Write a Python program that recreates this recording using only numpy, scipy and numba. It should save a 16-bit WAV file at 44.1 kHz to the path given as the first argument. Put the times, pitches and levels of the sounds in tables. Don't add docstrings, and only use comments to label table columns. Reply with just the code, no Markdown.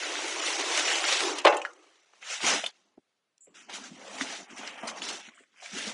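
import sys
import numpy as np
from scipy import signal
from scipy.fft import rfft, irfft
from scipy.io import wavfile
from scipy.ndimage import uniform_filter1d
from numba import njit

SR = 44100
rng = np.random.default_rng(int(sys.argv[2]) if len(sys.argv) > 2 else 0)


def invert_db(x):
    u = np.asarray(x, float) / 20
    return 10 ** u


def store_wav(level_fs):
    pcm = np.round(np.clip(np.atleast_2d(level_fs), -1, 1) * 32767)
    wavfile.write(sys.argv[1], SR, pcm.T.astype(np.int16))


N = 261513


def unit(x):
    return x / np.sqrt(np.mean(x ** 2))


def noise(n=N):
    return rng.standard_normal(n)


def band(x, lo_hz, hi_hz, order=2):
    sos = signal.butter(order, [lo_hz, min(hi_hz, .45 * SR)], "band", fs=SR, output="sos")
    return signal.sosfilt(sos, x)


def tinted(x, spectrum, from_hz):
    hz, db = np.transpose(spectrum)
    bin_hz = np.maximum(np.arange(N // 2 + 1) * SR / N, from_hz)
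    return irfft(rfft(x) * invert_db(np.interp(np.log(bin_hz), np.log(hz), db)), N)


def walk(rate):
    hold = int(SR / rate)
    return 0.97 * uniform_filter1d(np.repeat(noise(N // 256 + 1), hold)[:N], hold)


@njit
def rings(start, hz, t60, size, n, sr):
    y = np.zeros(n)
    for k in range(len(start)):
        turn = np.exp(2j * np.pi * hz[k] / sr - np.log(1000) / (t60[k] * sr))
        z = size[k] + 0j
        for i in range(int(start[k] * sr), min(n, int((start[k] + t60[k]) * sr))):
            y[i] += z.imag
            z *= turn
    return y


def knocks(table, cluster, spread, wide, trim_db):
    out, length = np.zeros(N), 4096
    t = np.arange(length) / SR
    for s, db, hz, t60, crack_db in table:
        t60 = np.clip(t60, .004, .4)
        fan = np.linspace(-1, 1, cluster) + 0.13 * noise(cluster)
        size = invert_db(0.23 * noise(cluster) - 11.0 * fan ** 2)
        ring = rings(np.zeros(cluster), hz * np.exp(spread * fan), np.full(cluster, t60), size, length, 1. 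* SR)
        crack = unit(band(noise(length), hz / wide, hz * wide)) * invert_db(crack_db - 60 * t / t60)
        hit = band(ring + crack, hz / wide, hz * wide) * invert_db(db + trim_db)
        start = int(s * SR)
        out[start:start + length] += hit[:N - start]
    return out


def ringing(table, t60):
    return [(s, db, hz, t60, crack_db) for s, db, hz, crack_db in table]


def garden():
    # (pitch [Hz], level [dB])
    garden_colour = [(100, -24), (180, -5.5), (370, -5), (900, -8), (4000, -10.5), (11000, -22.5)]
    return unit(tinted(noise(), garden_colour, 60)) * invert_db(-80.5 + 1.2 * walk(6))


def moves(table):
    s, swell_s, fade_s, db, other_db = np.transpose(table)[:, :, None]
    late = np.arange(0, N + 64, 64) / SR - s
    away = np.where(late < 0, -late / swell_s.clip(.004), late / fade_s.clip(.01)).clip(max=3)
    power = invert_db(2 * (db - 12 * (away + away ** 4)))
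    return power.sum(0), (power * invert_db(2 * other_db)).sum(0)


def handling():
    # (loudest time [s], swell [s], fade [s], leaves [dB], crackle against them [dB])
    lift = [(.036, 0.26, 0.38, -35, -1.5), (.286, 0.37, 0.48, -35.5, -0.4), (.459, 0.1, 0.44, -33, 1.5),
            (.791, 0.22, 0.094, -28.5, 1.2), (.902, 0.16, 0.2, -27.5, -.6), (1.047, 0.017, 0.14, -31, -2.5),
            (1.126, 0.14, 0.3, -26.5, 0.7), (1.385, 0.03, 0.066, -40, -0.5),
            (1.455, 0.037, 0.34, -48, -2.5), (1.485, .012, 0.027, -51.5, 7.5),
            (1.565, 0.027, .035, -56.5, 9.5), (1.622, .008, .02, -60, 9), (1.658, .008, 0.023, -60.5, 9.5),
            (1.815, .136, 0.65, -64, -1.5), (2.159, 0.051, 0.27, -65.5, 0.5)]
    landing = [
        (2.24, 0.032, .07, -43.5, -5),
        (2.333, 0.1, 0.085, -33.5, 0),
        (2.484, 0.087, 0.16, -24, 0),
        (2.523, .031, 0.44, -63, 0),
        (2.668, 0.036, 0.047, -43, 0),
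    ]
    dig = [
        (3.493, 0.055, 0.16, -74, -6.5),
        (3.556, 0.016, 0.17, -52.5, 0),
        (3.698, .015, .06, -44, -1.5),
        (3.75, 0.041, 0.066, -40, 1.3),
        (3.863, 0.092, 0.043, -44, -0.1),
        (4.221, 0.0316, 0.0262, -35.5, 0),
        (4.249, .422, 0.069, -44, 0.5),
        (4.329, 0.16, 0.14, -39, -2),
        (4.512, .07, 0.11, -47.5, -6),
    ]
    throw = [(4.573, .015, 0.063, -42.5, -0.4), (4.68, .12, 0.074, -40, -5),
             (4.879, 0.0084, 0.045, -37.5, 3), (4.86, .3, 0.2, -43.5, -7.5),
             (4.977, 0.025, 0.041, -42.5, 0), (5.025, .015, 0.054, -38.5, -0.26),
             (5.094, .085, 0.14, -37.5, 3), (5.272, 0.38, .045, -52, -2.5), (5.4, .405, 0.07, -60.5, -8),
             (5.48, 0.054, 0.05, -73.5, -1.5), (5.58, 0.12, .1, -65.5, -4.5),
             (5.66, 0.099, 0.089, -45, 0.5), (5.79, .1, 0.14, -36, 0.7), (5.88, .06, 0.064, -39, 2)]
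    # (loudest time [s], swell [s], fade [s], soil rumble [dB], stalks against the soil [dB])
    armful = [(.1, 0.5, 0.7, -42.5, 2.5), (.25, .06, 0.24, -37.5, -18), (.478, 0.034, 0.063, -42.5, -11),
              (.6, 0.05, 0.059, -43, 1.5), (.787, 0.73, 1, -38.5, 3), (1.121, 0.063, 0.063, -38.5, 5),
              (1.24, 0.046, 0.21, -29.5, -4), (1.38, 0.047, 0.024, -39, -1), (1.45, 0.017, 0.068, -48.5, 1),
              (1.514, 0.051, 0.65, -62.5, -2.3), (2.315, 0.27, 0.08, -67, 4.5),
              (2.444, 0.022, 0.11, -34.5, -2), (2.54, 0.13, 0.07, -37, 4), (2.65, 0.028, 0.051, -53, 9),
              (2.888, 0.68, 0.11, -76.5, 1)]
    root_ball = [(3.488, 0.024, .634, -64.5, -10), (3.695, 0.014, 0.12, -58.5, 10.5),
                 (3.803, .155, 0.18, -51, -0.5), (4.225, 0.32, 0.22, -48.5, 4.5),
                 (4.41, 0.036, 0.046, -47, -2), (4.528, .04, 0.046, -50.5, -5.5),
                 (4.652, 0.24, 0.42, -54.5, 7), (4.839, 0.022, 0.22, -49, 10),
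                 (5.111, .306, 0.12, -46.5, 2.5), (5.289, .211, .056, -65, 3),
                 (5.407, .162, 0.054, -71.5, 4.5), (5.715, 0.36, 0.63, -72, -2.5),
                 (5.772, 0.068, 0.16, -45.5, -4), (5.887, 0.069, .08, -48, 3.5)]
    family_db = [0.2, -0.15, -0.33, .3]
    leaves, crackle = moves(lift + landing + dig + throw)
    soil, stalks = moves(armful + root_ball)
    stalks = stalks + leaves * invert_db(2 * -12.5)
    levels = []
    for power, trim_db in zip((soil, stalks, leaves, crackle), family_db):
        db = 10 * np.log10(power + 1e-10)
        levels.append(np.interp(np.arange(N) / 64, np.arange(len(db)), db) + trim_db)
    return levels


def slips(rate, fade_s, spread_db):
    kicks = (rng.random(N) < rate / SR) * invert_db(spread_db * noise().clip(-2, 2))
    return 1 + 0.35 * signal.lfilter([1], [1, -np.exp(-1 / (fade_s * SR))], kicks)


def rustle():
    # (lowest [Hz], highest [Hz], grains [1/s], cycles a grain [count], size spread [dB], hiss [dB])
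    families = [
        (165.8, 480, 400, 4.6, 1, 10.5),
        (446, 1310, 770, 4.6, -0.5, 8),
        (1238, 3327, 1500, 5, 2.5, 9),
        (3280, 13000, 2700, 7.3, 3.5, 9.5),
    ]
    # (pitch [Hz], level [dB])
    plant_colour = [(180, -31), (300, -7), (412, -4.5), (459, -12.5), (701, -9.5), (1330, -6.5), (2090, -3),
                    (3710, 1), (4590, -2.5), (5940, 1), (6610, -2), (9800, -10.5), (11200, -25),
                    (14600, -62), (22000, -120)]
    shared, out = slips(22, 0.0053, 1.0), 0
    for (lo, hi, rate, cycles, spread_db, hiss_db), level_db in zip(families, handling()):
        when, pitch, luck, sign = rng.random((min(15000, int(rate * N / SR)), 4)).T
        hz = lo * (hi / lo) ** pitch
        size = invert_db(-spread_db * np.log(luck + .003)) * np.sign(sign - .5)
        grains = unit(rings(when * N / SR, hz, 3 * cycles / hz, size, N, 1. * SR))
        mix = tinted(grains + invert_db(hiss_db) * noise(), plant_colour, 300)
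        edges = np.geomspace(lo, hi, 4)
        sparse = np.interp(level_db, [-64, -55, -43.5], [.5, 1.9, 1])
        thirds = 0
        for k in range(3):
            swell = invert_db(sparse * (1.3 * walk(9) + 0.9 * walk(35)))
            thirds = thirds + (-1) ** k * band(mix, edges[k], edges[k + 1], order=3) * swell
        out = out + unit(thirds * shared) * invert_db(level_db)
    return out


def stem_ticks():
    # (time [s], peak [dB], pitch [Hz], crack against the ring [dB])
    tick_rows = [(0.155, -18, 2230, -1), (0.254, -29, 2720, -9), (0.352, -23, 2396, 1),
                 (0.403, -18, 2640, -3), (0.776, -15, 2227, 1.5), (0.875, -16, 2000, 1),
                 (1.041, -17.5, 1460, 0.5), (1.123, -14, 3240, -3.5), (1.294, -16.5, 1950, 0.5),
                 (2.135, -54, 970, -3), (2.405, -20.5, 1600, -1), (2.446, -19, 2000, -16),
                 (2.484, -16, 3766, -1), (2.505, -12, 2974, -2.5), (2.527, -10, 2740, 5.5),
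                 (3.38, -44.5, 5440, -4), (3.543, -50, 1780, 3), (4.185, -30, 2140, 0),
                 (4.211, -20.5, 2000, -2), (4.569, -33, 2240, 0), (4.633, -38, 886, -4),
                 (4.83, -31, 910, -7), (4.874, -25, 5880, -4.5), (5.019, -28, 3050, 0.5)]
    return knocks(ringing(tick_rows, .008), cluster=3, spread=.3, wide=2.0, trim_db=-6.0)


def soil_thuds():
    # (time [s], peak [dB], pitch [Hz], ring t60 [s], crack against the ring [dB])
    thud_rows = [(0.245, -20.5, 325, 0.2, -13), (1.209, -22.5, 353, 0.28, -7), (2.637, -25, 633, 0.05, -3),
                 (2.975, -39, 304, 0.049, 0), (3.472, -39.5, 426, 0.086, -9.5),
                 (3.695, -26, 780, 0.062, -18), (3.808, -34, 234, 0.24, -21), (3.908, -30, 178, 0.31, -7),
                 (3.962, -35, 224, 0.083, -19), (4.211, -20.5, 269, 0.16, -19),
                 (4.524, -31, 239, 0.098, -8), (4.59, -31.5, 266, 0.1, -6), (4.831, -26.5, 223, 0.46, -21),
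                 (5.278, -36, 223, 0.066, -7), (5.405, -48.5, 347, 0.071, -1),
                 (5.624, -38, 700, 0.25, -9.5), (5.729, -20.5, 204, 0.2, -12), (5.87, -24, 210, 0.34, -21)]
    return knocks(thud_rows, cluster=2, spread=0.03, wide=1.8, trim_db=-4.0)


def crumbs():
    # (time [s], peak [dB], pitch [Hz], crack against the ring [dB])
    crumb_rows = [
        (0.7754, -18, 7000, -6),
        (1.3857, -28, 5530, 3),
        (1.4521, -35, 4570, -2),
        (1.481, -33, 4990, -3),
        (1.54, -45, 7500, 11),
        (1.5684, -29.5, 7360, 4.5),
        (1.617, -44, 5800, 13),
        (1.651, -52, 6100, 9),
        (1.7333, -56, 6490, 10.5),
        (4.8773, -27.5, 5870, 6.5),
    ]
    return knocks(ringing(crumb_rows, 0.027), cluster=5, spread=0.23, wide=1.5, trim_db=-7.5)


def stem_snaps():
    # (time [s], peak [dB], pitch [Hz], crack against the ring [dB])
    snap_rows = [(0.7761, -24, 2270, -7), (0.8749, -22, 2070, -1), (1.0415, -20, 1400, -2),
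                 (1.1294, -17, 3670, -7), (1.2044, -22.5, 2010, 10), (1.3843, -28, 2990, 10.5),
                 (1.6506, -14.5, 1685, -11), (2.135, -50, 990, 3.5), (2.2278, -31, 2185, -20.5),
                 (2.6409, -17.5, 2910, -9), (2.6628, -17, 3487, -5.5), (2.9754, -61, 1011, -2.5),
                 (3.5448, -55, 1780, -6), (3.695, -37, 1710, -6.5), (4.1849, -31, 2170, -2),
                 (4.2108, -22, 1865, 3.5), (4.569, -46, 2410, -6), (4.6334, -32, 870, 2),
                 (4.7895, -33, 1680, -11), (4.8308, -34, 930, 8), (4.8748, -21, 5950, -22),
                 (5.0195, -17.5, 3150, -6.5), (5.0883, -23, 3090, -2), (5.2872, -43.5, 1830, 8.5),
                 (5.3712, -63, 2860, -2.5), (5.4364, -49, 1890, -8), (5.572, -46, 2190, -4.5),
                 (5.66, -30.5, 2240, -13), (5.7823, -39, 3150, 13)]
    return knocks(ringing(snap_rows, 0.04), cluster=5, spread=.2, wide=3.1, trim_db=-8.5)


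def steel_bang():
    # (time [s], blow [dB], contact [ms])
    blow_rows = [
        (1.4445, -18.5, .5),
        (1.4493, -1, 0.083),
        (1.457, -10, 0.36),
        (1.4685, -6.5, .1),
        (1.482, -32, .4),
        (1.525, -11, .3),
    ]
    tray_hz = [350, 433, 497, 530, 580, 633, 732, 767, 835, 897, 1056, 1207, 1465, 1605, 1793, 2035, 2229,
               2480, 2666, 3031, 3435, 3844]
    tray_db = [0, -9.5, -12.5, -9, 1, -7.5, -17, -7, 0.5, -3.5, -4.5, -10.5, -6, -10, -6, -8.5, -14, -13.5,
               -7, -20, -17, -15.5]
    tray_t60 = [0.21, 0.23, .5, .35, 0.36, 0.25, 0.39, 0.45, 0.28, .3, 0.31, .3, 0.23, 0.28, 0.34, 0.22,
                0.19, 0.2, 0.24, .2, .17, .15]
    hz, t60 = np.array(tray_hz, float), np.array(tray_t60)
    out, length = np.zeros(N), 16384
    t = np.arange(length) / SR
    for s, blow_db, ms in blow_rows:
        share = invert_db(1.5 * noise(len(hz))) * (-1.) ** np.arange(len(hz))
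        soft = 1 / (1 + (hz * ms / 1000) ** 2)
        size = invert_db(np.array(tray_db) + blow_db - 19.5) * share * soft
        out += rings(np.full(len(hz), s), hz, t60, size, N, 1. * SR)
        tail = invert_db(-15.0 - 60 * t / 0.29) * unit(band(noise(length), 320, 1000))
        tail += invert_db(-20.5 - 60 * t / 0.17) * unit(band(noise(length), 900, 3100))
        tail += invert_db(-25 - 60 * t / 0.13) * unit(band(noise(length), 3100, 6400))
        start = int(s * SR)
        out[start:start + length] += invert_db(blow_db) * tail
    return out * invert_db(np.interp(np.arange(N) / SR, [1.665, 1.69], [0, -14]))


def twigs():
    # (time [s], peak [dB], pitch [Hz], crack against the ring [dB])
    twig_rows = [
        (1.4503, 0.5, 1030, -1),
        (1.4624, -8, 1443, -2),
        (4.2108, -16, 2010, -8),
        (4.6334, -32, 1290, 7),
        (4.6756, -27, 2760, 9),
        (5.5196, -57, 3330, -7),
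        (5.5418, -53.5, 1310, -1),
        (5.561, -46.5, 2140, -0.5),
        (5.6234, -38, 1990, 5.5),
    ]
    return knocks(ringing(twig_rows, 0.017), cluster=4, spread=0.16, wide=2.2, trim_db=-11.0)


def pebbles():
    # (time [s], peak [dB], pitch [Hz], ring t60 [s], crack against the ring [dB])
    pebble_rows = [
        (1.4513, -11, 2703, 0.074, 5.5),
        (1.4656, -15.5, 2410, 0.12, 12.5),
        (1.5244, -15, 2250, 0.044, -16),
        (1.5678, -23.5, 2850, 0.093, -11),
        (1.6168, -19, 2630, 0.041, -24),
        (1.657, -31, 2880, 0.047, -6),
        (1.672, -31, 1350, 0.13, 1),
    ]
    return knocks(pebble_rows, cluster=5, spread=0.16, wide=1.4, trim_db=-13.0)


def grit_taps():
    # (time [s], peak [dB], pitch [Hz], crack against the ring [dB])
    tap_rows = [(1.452, -22, 4100, 2), (1.4655, -18, 3898, 2.5), (1.469, -13, 1500, 3),
                (1.478, -22, 3700, 4), (2.976, -48, 710, -1), (3.444, -49, 9800, -0.5),
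                (3.473, -47, 428, -3.5), (3.468, -59.5, 2300, 3), (3.49, -63, 2900, -1),
                (5.29, -44, 2006, -5), (5.318, -47, 1070, -8), (5.336, -49, 2000, 1),
                (5.355, -48, 1910, -6), (5.37, -48, 2980, -4), (5.376, -43, 1250, -1),
                (5.39, -43, 1900, -4), (5.412, -55, 2060, -10), (5.436, -51, 2000, -3),
                (5.458, -59, 2093, -3), (5.543, -56.5, 1150, -1), (5.563, -55, 2300, -2),
                (5.58, -52, 2700, 0.5), (5.6, -49, 2100, 0), (5.618, -48, 760, -2)]
    return knocks(ringing(tap_rows, .035), cluster=2, spread=0.031, wide=1.3, trim_db=-3.0)


def sliding_hiss(row, tail_s):
    t0, t1, hz, width, db = row
    times = [t0 - .004, t0, t1, t1 + 0.025, t1 + tail_s]
    shape = np.interp(np.arange(N) / SR, times, [-34.0, 0.5, -3.5, -14.0, -25.0], left=-90, right=-90)
    hiss = unit(band(noise(), hz - width / 2, hz + width / 2, order=3))
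    return hiss * invert_db(db + shape + 1.6 * walk(84))


def glove_squeak():
    # (start [s], end [s], pitch [Hz], width [Hz], level [dB])
    squeak_row = (3.408, 3.455, 7500, 900, -55)
    return sliding_hiss(squeak_row, .085)


def leaf_whisper():
    # (start [s], end [s], pitch [Hz], width [Hz], level [dB])
    whisper_row = (5.345, 5.425, 7800, 2000, -64)
    return sliding_hiss(whisper_row, 0.046)


def scene():
    mono = garden() + rustle() + stem_ticks() + soil_thuds() + crumbs() + stem_snaps()
    mono += steel_bang() + twigs() + pebbles() + grit_taps() + glove_squeak() + leaf_whisper()
    return np.array([mono, mono])


def muted(hz, t):
    # (start [s], end [s], centre [Hz], width [Hz], depth [dB])
    muted_rows = [(1.047, 1.059, 9000, 4500, -23), (1.425, 1.438, 6460, 8000, -8),
                  (1.523, 1.542, 7400, 7000, -15), (1.595, 1.601, 5500, 4500, -15),
                  (1.7, 1.9, 850, 600, -6.5), (2.575, 2.64, 4500, 600, -18),
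                  (3.547, 3.62, 4390, 806, -18.5), (3.62, 3.69, 3650, 900, -20),
                  (3.673, 3.69, 1700, 900, -3), (3.66, 3.688, 9500, 3040, -10.5),
                  (3.9, 3.96, 1400, 1200, -3), (4.162, 4.177, 4940, 4000, -8),
                  (4.463, 4.506, 5500, 5000, -14), (4.506, 4.56, 3960, 1800, -8),
                  (4.802, 4.83, 4130, 1600, -17), (5.256, 5.31, 5000, 1000, -21),
                  (5.316, 5.46, 900, 300, -13.5), (5.35, 5.385, 2500, 400, -14),
                  (5.42, 5.541, 2710, 500, -5), (5.46, 5.54, 850, 499, -6), (5.555, 5.625, 4000, 1410, -18),
                  (5.562, 5.613, 6500, 4000, -3)]
    gain_db = 0
    for t0, t1, mid, width, db in muted_rows:
        in_band = np.exp(-(2 * (hz - mid) / width) ** 4)
        in_time = np.exp(-((2 * t - t0 - t1) / (t1 - t0)) ** 4)
        gain_db = gain_db + db * in_band * in_time
    return gain_db


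def thin_out(x, thin, patch_db, hole_share, depth_db):
    size, hop = 768, 384
    z = signal.stft(x, window="cosine", nperseg=size, noverlap=hop)[2]
    hz = np.arange(385)[:, None] * SR / size
    t = np.arange(z.shape[1]) * hop / SR
    power = np.abs(z) ** 2 + 1e-20
    narrow, wide = (np.abs(uniform_filter1d(power, size=n, axis=0)) for n in (11, 91))
    treble = np.clip((hz - 1500) / 4000, 0, 1)
    luck = np.repeat(rng.standard_normal((77, z.shape[1])), 5, axis=0)
    luck = (luck + np.roll(luck, 1, axis=1) + np.roll(luck, 2, axis=1)) / np.sqrt(3)
    starved = 2.3 * (rng.random(z.shape[1]) < .12)
    standing = luck + (10 * np.log10(narrow / wide)).clip(min=-5.5) / 4.5 - starved
    steps_db = treble * (patch_db * luck + depth_db * (standing < -hole_share))
    kept = power / (power + thin * (0.45 + treble) * narrow)
    z = z * invert_db(steps_db + muted(hz, t)) * kept
    return signal.istft(z, window="cosine", nperseg=size, noverlap=hop)[1][:N]


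def split(mono):
    # (time [s], lowest [Hz], highest [Hz])
    split_rows = [
        (.392, 6250, 8350),
        (.857, 4650, 6350),
        (.857, 9650, 11100),
        (1.251, 6900, 8350),
        (1.251, 8950, 11100),
        (3.597, 6900, 8350),
    ]
    side, t = 0, np.arange(N) / SR
    for s, lo, hi in split_rows:
        patch = np.cos(np.pi / 2 * ((t - s) * SR / 1024).clip(-1, 1))
        loud = np.sqrt(np.sum((patch * band(mono, lo, hi, order=4)) ** 2) / np.sum(patch ** 2))
        side = side + patch * loud * invert_db(-2) * unit(band(noise(), lo, hi, order=6))
    return side


def low_pass(x):
    return signal.sosfilt(signal.butter(12, 11380, fs=SR, output="sos"), x)


def record(dry):
    # (time [s], edge before [Hz], edge after [Hz])
    low_cut = (1.99, 287.6, 219)
    s, before_hz, after_hz = low_cut
    mono = thin_out(dry[0], thin=.25, patch_db=1.6, hole_share=2.0, depth_db=-16)
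    tight = signal.sosfilt(signal.cheby2(6, 28, before_hz * 0.87, "high", fs=SR, output="sos"), mono)
    loose = signal.sosfilt(signal.butter(3, after_hz, "high", fs=SR, output="sos"), mono)
    opened = np.clip((np.arange(N) / SR - s) / 0.35, 0, 1)
    loudness = np.sqrt(uniform_filter1d(band(mono, 200, 500) ** 2, size=900).clip(0))
    wobble = loudness * unit(band(noise(), 83, 240, order=1)) * invert_db(-38.0 + 17.0 * opened)
    wobble += invert_db(-97.5) * unit(band(noise(), 110, 260))
    top = signal.ellip(10, .3, 90, 11150, fs=SR, output="sos")
    mono = signal.sosfilt(top, (1 - opened) * tight + opened * loose + wobble)
    side = split(mono)
    return low_pass(np.array([mono + side, mono - side]))


dry = scene()
out = record(dry)
store_wav(out)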